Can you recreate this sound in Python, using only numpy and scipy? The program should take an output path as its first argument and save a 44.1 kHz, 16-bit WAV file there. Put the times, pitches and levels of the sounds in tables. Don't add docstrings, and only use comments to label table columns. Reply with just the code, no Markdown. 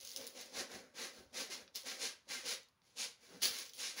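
import sys
import numpy as np
from scipy import signal
from scipy.io import wavfile
from scipy.ndimage import uniform_filter1d

SR = 44100
rng = np.random.default_rng(int(sys.argv[2]) if len(sys.argv) > 2 else 0)


def store_pcm(level_fs):
    pcm = np.round(np.clip(level_fs, -1, 1) * 32767).astype(np.int16)
    wavfile.write(sys.argv[1], SR, np.atleast_2d(pcm).T)


N = 176400

# centre_hz, width_hz, lift_db
TRAY_RESONANCES = [(267, 50, 3), (372, 20, 5), (470.2, 34, 6.5), (566, 81, 6), (781, 90, 4),
                   (1300, 120, -0.5), (1616, 59, 2.5), (2120, 70, -9)]
GRAIN_RING_S = 0.00044


def amp(db):
    return 10 ** (np.asarray(db) / 20)


def unit(x):
    return x / np.sqrt(np.mean(x ** 2) + 1e-20)


def read(points, hz):
    f, value = np.transpose(points)
    return np.interp(np.log(hz + 1), np.log(f + 1), value)


def add(mix, start_s, sound):
    part = mix[max(round(start_s * SR), 0):][:len(sound)]
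    part += sound[:len(part)]


def colour(x, spectrum, modes=(), size=4096):
    hz = abs(np.fft.fftfreq(size, 1 / SR))
    peaks_db = sum(lift / (1 + (2 * (hz - centre) / width) ** 2) for centre, width, lift in modes)
    log_gain = np.log(amp(read(spectrum, hz) + peaks_db))
    response = np.fft.ifft(np.exp(signal.hilbert(log_gain).conj())).real
    return signal.oaconvolve(x, response[:size // 2])[:len(x)]


def hush(level_db=-80):
    # freq_hz, density_db
    spectrum = [(20, -28), (60, -1.5), (120, 0.5), (200, -1.5), (500, -12.5), (1000, -4), (3000, -14),
                (8000, -21), (16000, -22)]
    return amp(level_db) * unit(colour(rng.standard_normal(N), spectrum))


def echoes(count=14, size=22000, early_db=-6, tail_db=-5):
    # freq_hz, t60_s
    decay_times = [(100, 0.22), (500, 0.31), (2000, 0.31), (5000, 0.27), (10000, 0.21), (16000, 0.23)]
    hz, t, noise = signal.stft(rng.standard_normal(size), SR, nperseg=256)
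    decay = amp(-60 * t / read(decay_times, hz)[:, None])
    tail = signal.istft(noise * decay * np.minimum(t / 0.0029, 1), SR, nperseg=256)[1]
    response = amp(tail_db) * tail / np.linalg.norm(tail)
    response[0] += 1
    delays = (rng.uniform(.001, .012, count) * SR).astype(int)
    response[delays] += amp(early_db) * rng.choice([-1, 1], count) / np.sqrt(count)
    return response / np.linalg.norm(response)


def room(x, count=3, step_s=.05):
    place = np.arange(N) / SR / step_s
    shares = [np.clip(1.5 - 2 * abs((place - k + 1) % count - 1), 0, 1) for k in range(count)]
    return sum(signal.oaconvolve(x * share, echoes())[:N] for share in shares)


def gesture(start_s, rise_s, hold_s, fade_tau_s, touch_db=-21, touch_s=0.021):
    t = np.arange(N) / SR - start_s
    swell = np.sin(np.pi / 2 * np.clip(t / rise_s, 0, 1)) ** 2
    touch = amp(touch_db) * np.exp(np.minimum(t - rise_s / 2, 0) / min(touch_s, rise_s / 2))
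    return np.hypot(swell, touch) * np.exp(-np.maximum(t - rise_s - hold_s, 0) / fade_tau_s)


def scuffs():
    # start_s, rise_s, hold_s, fade_tau_s, level_db
    pushes = [(0.795, 0.029, .03, 0.053, -66.5), (1.154, 0.016, 0.027, .035, -62),
              (1.62, 0.045, 0.035, 0.026, -76.5), (3.262, 0.059, .025, 0.06, -61.5)]
    # freq_hz, density_db
    spectrum = [(40, -22), (120, -11), (190, 0), (300, -1), (550, -1.5), (800, -9), (1150, -12), (1530, -1),
                (2000, -19), (5000, -23), (16000, -44)]
    envelope = sum(amp(level_db) * gesture(*timing) for *timing, level_db in pushes)
    return envelope * unit(colour(rng.standard_normal(N), spectrum, TRAY_RESONANCES))


def bumps(attack_s=0.004):
    # start_s, level_db, tilt_db_per_octave
    hits = [(.03, -68.5, -7), (0.198, -70, 4.5), (.385, -73, 5.5), (0.571, -62.5, 2), (0.742, -63.5, 1.5),
            (1.188, -65.5, -1.5), (1.258, -63, -12), (1.618, -69, -2), (2.032, -71, 3.5),
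            (3.344, -75.5, 12), (3.499, -63, -9)]
    # pitch_hz, gain_db, t60_s
    bottom_modes = [(69.3, -2, 0.163), (117, -3.5, 0.18), (194.6, 0, 0.18)]
    out, t = np.zeros(N), np.arange(SR // 2) / SR
    attack = np.minimum(t / attack_s, 1)
    for start_s, level_db, tilt in hits:
        for pitch_hz, gain_db, t60_s in bottom_modes:
            octaves = np.log2(pitch_hz / bottom_modes[0][0])
            decay = amp(level_db + gain_db + tilt * octaves - 60 * t / t60_s)
            add(out, start_s, attack * decay * np.sin(2 * np.pi * (pitch_hz * t + rng.random())))
    return out


def ring(decay_s, size=400):
    burst = rng.standard_normal(size) * np.exp(-np.arange(size) / SR / decay_s)
    return burst / np.linalg.norm(burst)


def ticks(ring_s=.0015, trickle_per_s=110, trickle_range_db=10):
    # start_s, level_db, knock_share
    singles = [(.0495, -20, 0), (.074, -19.5, 0.18), (.092, -24, 0), (.1055, -21, 0.1), (.136, -27, 0.2),
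               (0.1623, -13, 0), (.1727, -16, 0.08), (0.2687, -17, 0), (0.275, -16.5, 0.05),
               (0.412, -19, 0.26), (0.458, -25, .5), (1.6778, -27.5, 1), (1.7515, -41, 0.5),
               (1.7577, -11.5, 0.1), (2.334, -16, .4), (2.497, -19, 0.4), (2.51, -14.5, 0.5),
               (2.632, -37.5, 0), (2.686, -43.5, 0), (2.818, -38, 0.95), (3.255, -33, 0.97),
               (3.587, -8, 0.51), (3.735, -25.5, 0)]
    # start_s, length_s, loudest_db
    trickles = [(0, 0.31, -27.5), (1.76, 0.075, -26), (3.459, 0.24, -27.5)]
    # freq_hz, gain_db
    click_spectrum = [(100, -49), (1000, -22), (2200, -13), (3000, -1.5), (4500, 3), (6300, 5),
                      (8000, -3.5), (11000, -6), (16000, 0)]
    # freq_hz, gain_db
    knock_spectrum = [(100, -23), (600, -23), (1500, -8), (3000, -6), (5800, 2), (7500, -26), (16000, -45)]
    bright, dull = np.zeros((2, N))
    for start_s, level_db, knock_share in singles:
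        click = amp(level_db) * ring(ring_s)
        add(bright, start_s, (1 - knock_share) * click)
        add(dull, start_s, knock_share * click)
    for start_s, length_s, loudest_db in trickles:
        for when, softness in rng.random((round(length_s * trickle_per_s), 2)):
            click = amp(loudest_db - softness * trickle_range_db) * ring(GRAIN_RING_S)
            add(bright, start_s + when * length_s, click)
    return colour(bright, click_spectrum) + colour(dull, knock_spectrum)


def granules(grains_per_s, kinds=48, spread_db=3):
    strength = amp(spread_db * np.minimum(rng.exponential(1, N), 3))
    clicks = strength * rng.choice([-1, 1], N) * (rng.random(N) < grains_per_s / SR)
    kind = rng.integers(0, kinds, N)
    return sum(signal.oaconvolve(clicks * (kind == k), ring(GRAIN_RING_S))[:N] for k in range(kinds))


def pressed_modes(detune=.03, favour_db=1.5):
    offsets = rng.uniform(-0.8, 1, (len(TRAY_RESONANCES), 2))
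    return [(centre_hz * (1 + detune * load), width_hz, lift_db + favour_db * reach)
            for (centre_hz, width_hz, lift_db), (load, reach) in zip(TRAY_RESONANCES, offsets)]


def litter(moves, spectrum, grains_per_s, lead_s=0, lag_s=0):
    # freq_hz, density_db
    fizz_spectrum = [(100, -56), (3000, -13.5), (6000, -12), (9000, 4.5), (12000, -0.5), (16000, 0)]
    crunch_spectrum = [(100, -30.5), (500, -16.5), (900, 1), (1400, 6.5), (2100, 12), (3000, -18.5),
                       (6000, -33), (16000, -69.5)]
    drone_spectrum = [(30, -31), (70, -22.5), (150, -14), (220, -2.5), (330, -2.5), (500, 3), (700, -3),
                      (1000, -6.5), (2000, -41), (8000, -76)]
    cloud, out = granules(grains_per_s), np.zeros(N)
    scratch = unit(colour(cloud, spectrum))
    fizz = unit(colour(cloud, fizz_spectrum))
    for start_s, rise_s, hold_s, fade_tau_s, scratch_db, drone_db, crunch_db, fizz_db in moves:
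        modes = pressed_modes()
        surface = amp(scratch_db) * scratch + amp(fizz_db) * fizz
        crunch = amp(crunch_db) * unit(colour(cloud, crunch_spectrum, modes))
        drone = amp(drone_db) * unit(colour(cloud, drone_spectrum, modes))
        out += surface * gesture(start_s, rise_s, hold_s, fade_tau_s)
        out += crunch * gesture(start_s, rise_s, hold_s, fade_tau_s + lag_s)
        out += drone * gesture(start_s - lead_s, rise_s + lead_s, hold_s, fade_tau_s + lag_s)
    return out


def sprays():
    # start_s, rise_s, hold_s, fade_tau_s, scratch_db, drone_db, crunch_db, fizz_db
    landings = [(0, 0.001, 0.21, 0.15, -58.5, -73, -72.5, -62),
                (1.74, 0.019, 0.016, 0.023, -46, -64.5, -61.5, -61),
                (3.395, 0.033, .01, 0.024, -53.5, -88, -92, -118),
                (3.416, 0.0094, 0.02, 0.044, -33, -52, -46.5, -38),
                (3.52, 0.041, 0.04, 0.032, -62, -81, -71, -57),
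                (3.733, 0.0039, 0.06, 0.06, -57, -77.5, -84, -60)]
    # freq_hz, density_db
    spectrum = [(100, -69), (1000, -14.5), (2200, -9.5), (2900, 3), (4500, 6.5), (6300, 5.5), (8000, 2),
                (11000, -10), (16000, -5)]
    return litter(landings, spectrum, grains_per_s=3300, lag_s=0.011)


def rakes():
    # start_s, rise_s, hold_s, fade_tau_s, scratch_db, drone_db, crunch_db, fizz_db
    strokes = [(.14, 0.055, 0.042, 0.055, -57, -59, -63.5, -63),
               (.335, 0.043, 0.032, 0.064, -52.5, -61, -62.5, -66),
               (.51, 0.087, 0.01, 0.026, -42.5, -51, -49.5, -56),
               (.67, 0.074, 0.0084, 0.048, -52.5, -56.5, -56.5, -63),
               (.93, 0.087, 0.031, 0.034, -45.5, -56.5, -52.5, -57.5),
               (1.12, 0.029, 0.05, 0.035, -63, -67.5, -73.5, -69),
               (1.32, 0.059, 0.038, 0.036, -43, -55, -51.5, -57),
               (1.49, 0.029, 0.014, 0.035, -45.5, -58.5, -55, -60),
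               (1.56, 0.023, 0.034, 0.016, -69, -65, -69.5, -76),
               (1.835, 0.046, 0.031, 0.042, -44.5, -56.5, -52.5, -56),
               (1.975, 0.064, 0.03, 0.027, -40.5, -58, -52, -63),
               (2.272, 0.048, 0.029, 0.053, -43.5, -59.5, -51, -58.5),
               (2.435, 0.047, 0.054, 0.017, -41, -56.5, -51.5, -55),
               (2.81, 0.055, .04, 0.038, -72.5, -84, -84, -82),
               (2.95, 0.062, 0.022, 0.03, -40, -59, -54, -72),
               (3.17, 0.087, 0.11, 0.051, -63.5, -73, -71.5, -71),
               (3.5, 0.043, 0.073, 0.04, -48.5, -65.5, -60, -61),
               (3.765, 0.05, 0.063, 0.039, -42.5, -61, -54, -74),
               (3.945, 0.06, .04, .03, -44, -58, -52, -47.5)]
    # freq_hz, density_db
    spectrum = [(100, -72), (1000, -11.5), (2000, -10), (2800, -1.5), (4200, 3), (6300, 3), (8000, -2),
                (11000, -9.5), (16000, -17.5)]
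    return litter(strokes, spectrum, grains_per_s=6000, lead_s=0.017, lag_s=0.0055)


def scene():
    cat = rakes() + sprays() + scuffs() + bumps()
    return (hush() + room(cat) + room(ticks()))[None]


def record(dry, cutoff_hz=15760):
    # freq_hz, gain_db
    mic_response = [(20, 3.5), (6700, 0), (7500, -4.5), (8400, -7), (9300, 1.5), (10200, 3), (11200, -1),
                    (12300, -8), (13700, -7), (14800, -2.5), (16000, 3.5)]
    lowpass = signal.firwin(511, cutoff_hz, window=("kaiser", 8), fs=SR)
    return signal.oaconvolve(colour(dry[0], mic_response), lowpass, "same")[None]


dry = scene()
out = record(dry)
store_pcm(out)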